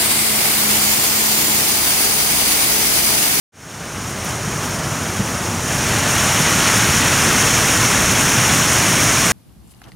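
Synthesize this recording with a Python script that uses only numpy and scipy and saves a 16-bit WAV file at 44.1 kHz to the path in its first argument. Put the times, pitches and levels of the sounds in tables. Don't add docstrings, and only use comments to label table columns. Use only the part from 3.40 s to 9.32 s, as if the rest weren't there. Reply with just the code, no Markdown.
import sys
import numpy as np
from scipy import signal
from scipy.fft import rfft, irfft
from scipy.io import wavfile

SR = 44100
rng = np.random.default_rng(int(sys.argv[2]) if len(sys.argv) > 2 else 0)


def transcribe(signal):
    frames = np.atleast_2d(signal).T
    limited = np.clip(frames, -1, 1)
    pcm = np.round(limited * 32767).astype(np.int16)
    wavfile.write(sys.argv[1], SR, pcm)


N = 261072
TIME_S = np.arange(N) / SR

# frequency in Hz, relative level in dB.
BOOM_SPECTRUM = [(15, -42), (26, -28), (42, -11), (62, -8), (80, -3), (110, 1), (155, -0.9), (205, -3),
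                 (270, -5.5), (350, -8), (480, -14.5), (900, -58.5)]
# frequency in Hz, relative level in dB.
RATTLE_ON_AXIS_SPECTRUM = [(250, -18.5), (430, -4.5), (620, -0.5), (850, -2.5), (1450, 0.5), (2100, -1.25),
                           (3100, -4.5), (3900, -9), (4550, -9.5), (4850, -12), (5600, -29), (8000, -68)]
# frequency in Hz, relative level in dB.
RATTLE_OFF_AXIS_SPECTRUM = [(250, -13.5), (430, 1), (620, 6), (1000, 4), (1450, 2.5), (2100, -5.5),
                            (3100, -11.5), (3900, -12.5), (4550, -11.5), (4900, -5), (5600, -32),
                            (8000, -66)]
# frequency in Hz, relative level in dB.
MIC_COLOURED_HISS = [(4500, -32), (4950, -10), (5350, 0.5), (5800, 1), (6900, 0.9), (7500, -5.5),
                     (8100, -6.5), (9000, -3.5), (9700, -4.5), (10400, -12), (11000, -10.5), (13000, -15),
                     (15400, -18.5), (17000, -18)]
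# start in seconds, level in dB, lower band edge in Hz, T60 in seconds.
CLOSE_SPLATS = [(0.453, -27, 8880, .015), (0.847, -18, 8000, .025), (0.89, -16, 5640, .07),
                (1.253, -26, 9000, .025), (1.292, -27, 9000, .06), (1.907, -25, 10000, .02),
                (1.95, -26, 8000, .025), (2.322, -15, 5070, 0.064), (2.993, -20, 9000, .02),
                (4.808, -19, 9000, .03)]
# start in seconds, relative level in dB.
BAY_BLOWS = [(0.535, -14.5), (1.07, -12), (1.515, -15), (1.795, -10), (2.996, -9), (4.12, -9), (5.13, -13)]
# frequency in Hz, relative level in dB, T60 in seconds.
BAY_RESONANCES = [(86, -8, 0.11), (117, -1.5, 0.21), (150, -2.5, 0.22), (202, -2, 0.14), (234, -11, 0.05)]
# centre in seconds, length in seconds, rattle lift in dB, spray lift in dB.
RAIN_GUSTS = [(0.89, 0.18, 1.9, 3), (1.245, 0.14, 2.5, 2), (3.25, 0.24, 1.3, 0)]
# time in seconds, share of the turn from 0 to 1.
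MIC_TURN = [(2.19, 0), (2.34, 0.4), (2.65, 0.78), (3.05, 0.99), (5.92, 1)]

BOOM_DB, BOOM_SHADE_DB = -21, 4
RATTLE_DB, RATTLE_SHADE_DB = -17.5, 7
SPRAY_DB, SPRAY_SHADE_DB = -19.5, 8.5
SPRAY_GROWTH_DB_PER_S = 0.2741
ON_AXIS_SHARE_BEFORE_TURN = 0.52
HALL_T60_S = 2.2
FADE_START_S, FADE_TAU_S = 0.12, 0.61
CUTOFF_HZ = 15750


def from_db(db):
    return 10 ** (np.asarray(db) / 20)


def unit_rms(x):
    return x / np.sqrt(np.mean(x ** 2) + 1e-20)


def drift(corner_hz):
    hop, warmup = 40, 2000
    pole = np.exp(-2 * np.pi * corner_hz * hop / SR)
    noise = rng.standard_normal(N // hop + warmup + 2)
    slow = signal.lfilter([1], [1, -2 * pole, pole * pole], noise)[warmup:]
    return np.interp(np.arange(N) / hop, np.arange(len(slow)), unit_rms(slow))


def colour(x, spectrum):
    hz, db = np.transpose(spectrum)
    grid_hz = np.maximum(np.fft.rfftfreq(N, 1 / SR), 1)
    gain = from_db(np.interp(np.log(grid_hz), np.log(hz), db))
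    cepstrum = irfft(np.log(gain), N)
    cepstrum[1:N // 2] *= 2
    cepstrum[N // 2 + 1:] = 0
    return unit_rms(irfft(rfft(x) * np.exp(rfft(cepstrum)), N))


def roof_boom():
    level_db = BOOM_DB - BOOM_SHADE_DB * mic_turned_away()
    flurry_db = 0.35 * drift(corner_hz=7.2)
    return from_db(level_db + flurry_db) * colour(rng.standard_normal(N), BOOM_SPECTRUM)


def diffuse_decay(sizes, t60_s):
    pole = from_db(-120 / (t60_s * SR))
    energy, _ = signal.lfilter([1 - pole], [1, -pole], sizes ** 2 + 1e-18, zi=[np.mean(sizes ** 2)])
    return unit_rms(np.sqrt(energy) * rng.standard_normal(N))


def drop_impacts(per_s, spread_db, ring_t60_s, tick_db, hall_db):
    landed = rng.random(N) < per_s / SR
    sizes = landed * from_db(spread_db * np.minimum(rng.exponential(1, N), 4))
    ticks = from_db(tick_db) * unit_rms(sizes * rng.choice([-1, 1], N))
    rings = diffuse_decay(sizes, ring_t60_s)
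    hall = from_db(hall_db) * diffuse_decay(sizes, HALL_T60_S)
    return unit_rms(ticks + rings + hall)


def drop_pings(low_hz, high_hz, spread_db, t60_cycles, count, length_samples=2000):
    time_draw, pitch_draw, size_draw = rng.random((count, 3)).T[:, :, None]
    hz = low_hz * (high_hz / low_hz) ** pitch_draw
    strength = hz * from_db(spread_db * np.minimum(-np.log(1 - size_draw), 3))
    cycles = hz * TIME_S[:length_samples]
    rings = strength * np.sin(2 * np.pi * cycles) * from_db(-60 * cycles / t60_cycles)
    indices = (time_draw * N).astype(int) + np.arange(length_samples)
    return unit_rms(np.bincount(indices.ravel(), rings.ravel(), N)[:N])


def roof_rattle(gust_db):
    patter = drop_impacts(per_s=3500, spread_db=1.5, ring_t60_s=0.022, tick_db=-8.5, hall_db=4.5)
    pings = drop_pings(low_hz=804.6, high_hz=4790, spread_db=1.0, t60_cycles=72, count=3000)
    drops = patter + from_db(-13.5) * pings
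    away = mic_turned_away()
    off_axis_share = away * (1 - ON_AXIS_SHARE_BEFORE_TURN)
    on_axis = (1 - off_axis_share) * colour(drops, RATTLE_ON_AXIS_SPECTRUM)
    off_axis = off_axis_share * colour(drops, RATTLE_OFF_AXIS_SPECTRUM)
    level_db = RATTLE_DB - RATTLE_SHADE_DB * away
    flurry_db = 0.38 * drift(corner_hz=9.4)
    return from_db(level_db + gust_db + flurry_db) * (on_axis + off_axis)


def spray(gust_db):
    far = drop_impacts(per_s=7000, spread_db=0.5, ring_t60_s=0.0062, tick_db=1.5, hall_db=6.0)
    near = drop_impacts(per_s=140, spread_db=3.0, ring_t60_s=0.0056, tick_db=-7, hall_db=-12)
    hiss = colour(far, MIC_COLOURED_HISS)
    tick_band = signal.butter(2, [8500, 14000], "band", fs=SR, output="sos")
    ticks = from_db(-16.5) * signal.sosfilt(tick_band, near)
    level_db = SPRAY_DB + SPRAY_GROWTH_DB_PER_S * TIME_S - SPRAY_SHADE_DB * mic_turned_away()
    flurry_db = 0.61 * drift(corner_hz=17)
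    return from_db(level_db + gust_db + flurry_db) * (hiss + ticks)


def splats():
    out = np.zeros(N + SR)
    for start_s, level_db, low_hz, t60_s in CLOSE_SPLATS:
        band = signal.butter(2, [low_hz, min(1.8 * low_hz, .45 * SR)], "band", fs=SR, output="sos")
        burst = rng.standard_normal(SR) * from_db(-60 * TIME_S[:SR] / t60_s)
        start = round(start_s * SR)
        out[start:start + SR] += from_db(level_db) * signal.sosfilt(band, burst)
    return out[:N]


def ring_mode(clicks, hz, t60_s):
    radius = from_db(-60 / (t60_s * SR))
    step_rad = 2 * np.pi * hz / SR
    feedback = [1, -2 * radius * np.cos(step_rad), radius * radius]
    return signal.lfilter([0, np.sin(step_rad)], feedback, clicks + 1e-18)


def thuds():
    start_s, blow_db = np.transpose(BAY_BLOWS)
    starts = np.round(start_s * SR).astype(int)
    out = np.zeros(N)
    for k, (hz, mode_db, t60_s) in enumerate(BAY_RESONANCES):
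        scatter_db = rng.normal(0, 2.65, len(starts))
        clicks = np.zeros(N)
        clicks[starts] = from_db(blow_db + mode_db - 7.0 + scatter_db)
        out += ring_mode(clicks, hz, t60_s) * (-1) ** k
    return out


def gusts_db():
    centre_s, length_s, rattle_db, spray_db = np.transpose(RAIN_GUSTS)[:, :, None]
    arch = np.cos(np.pi * np.clip((TIME_S - centre_s) / length_s, -.5, .5)) ** 2
    return (rattle_db * arch).sum(axis=0), (spray_db * arch).sum(axis=0)


def mic_turned_away():
    return 1 - np.interp(TIME_S, *np.transpose(MIC_TURN))


def scene():
    rattle_gust_db, spray_gust_db = gusts_db()
    rain = roof_boom() + roof_rattle(rattle_gust_db) + spray(spray_gust_db) + thuds() + splats()
    return np.stack([rain, rain])


def record(dry):
    fade = 1 - np.exp(-np.maximum(TIME_S - FADE_START_S, 0) / FADE_TAU_S)
    rounded = 1.6 * np.tanh(dry * fade / 1.6)
    lowpass = signal.ellip(12, .1, 90, CUTOFF_HZ, fs=SR, output="sos")
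    return signal.sosfilt(lowpass, rounded)


dry = scene()
out = record(dry)
transcribe(out)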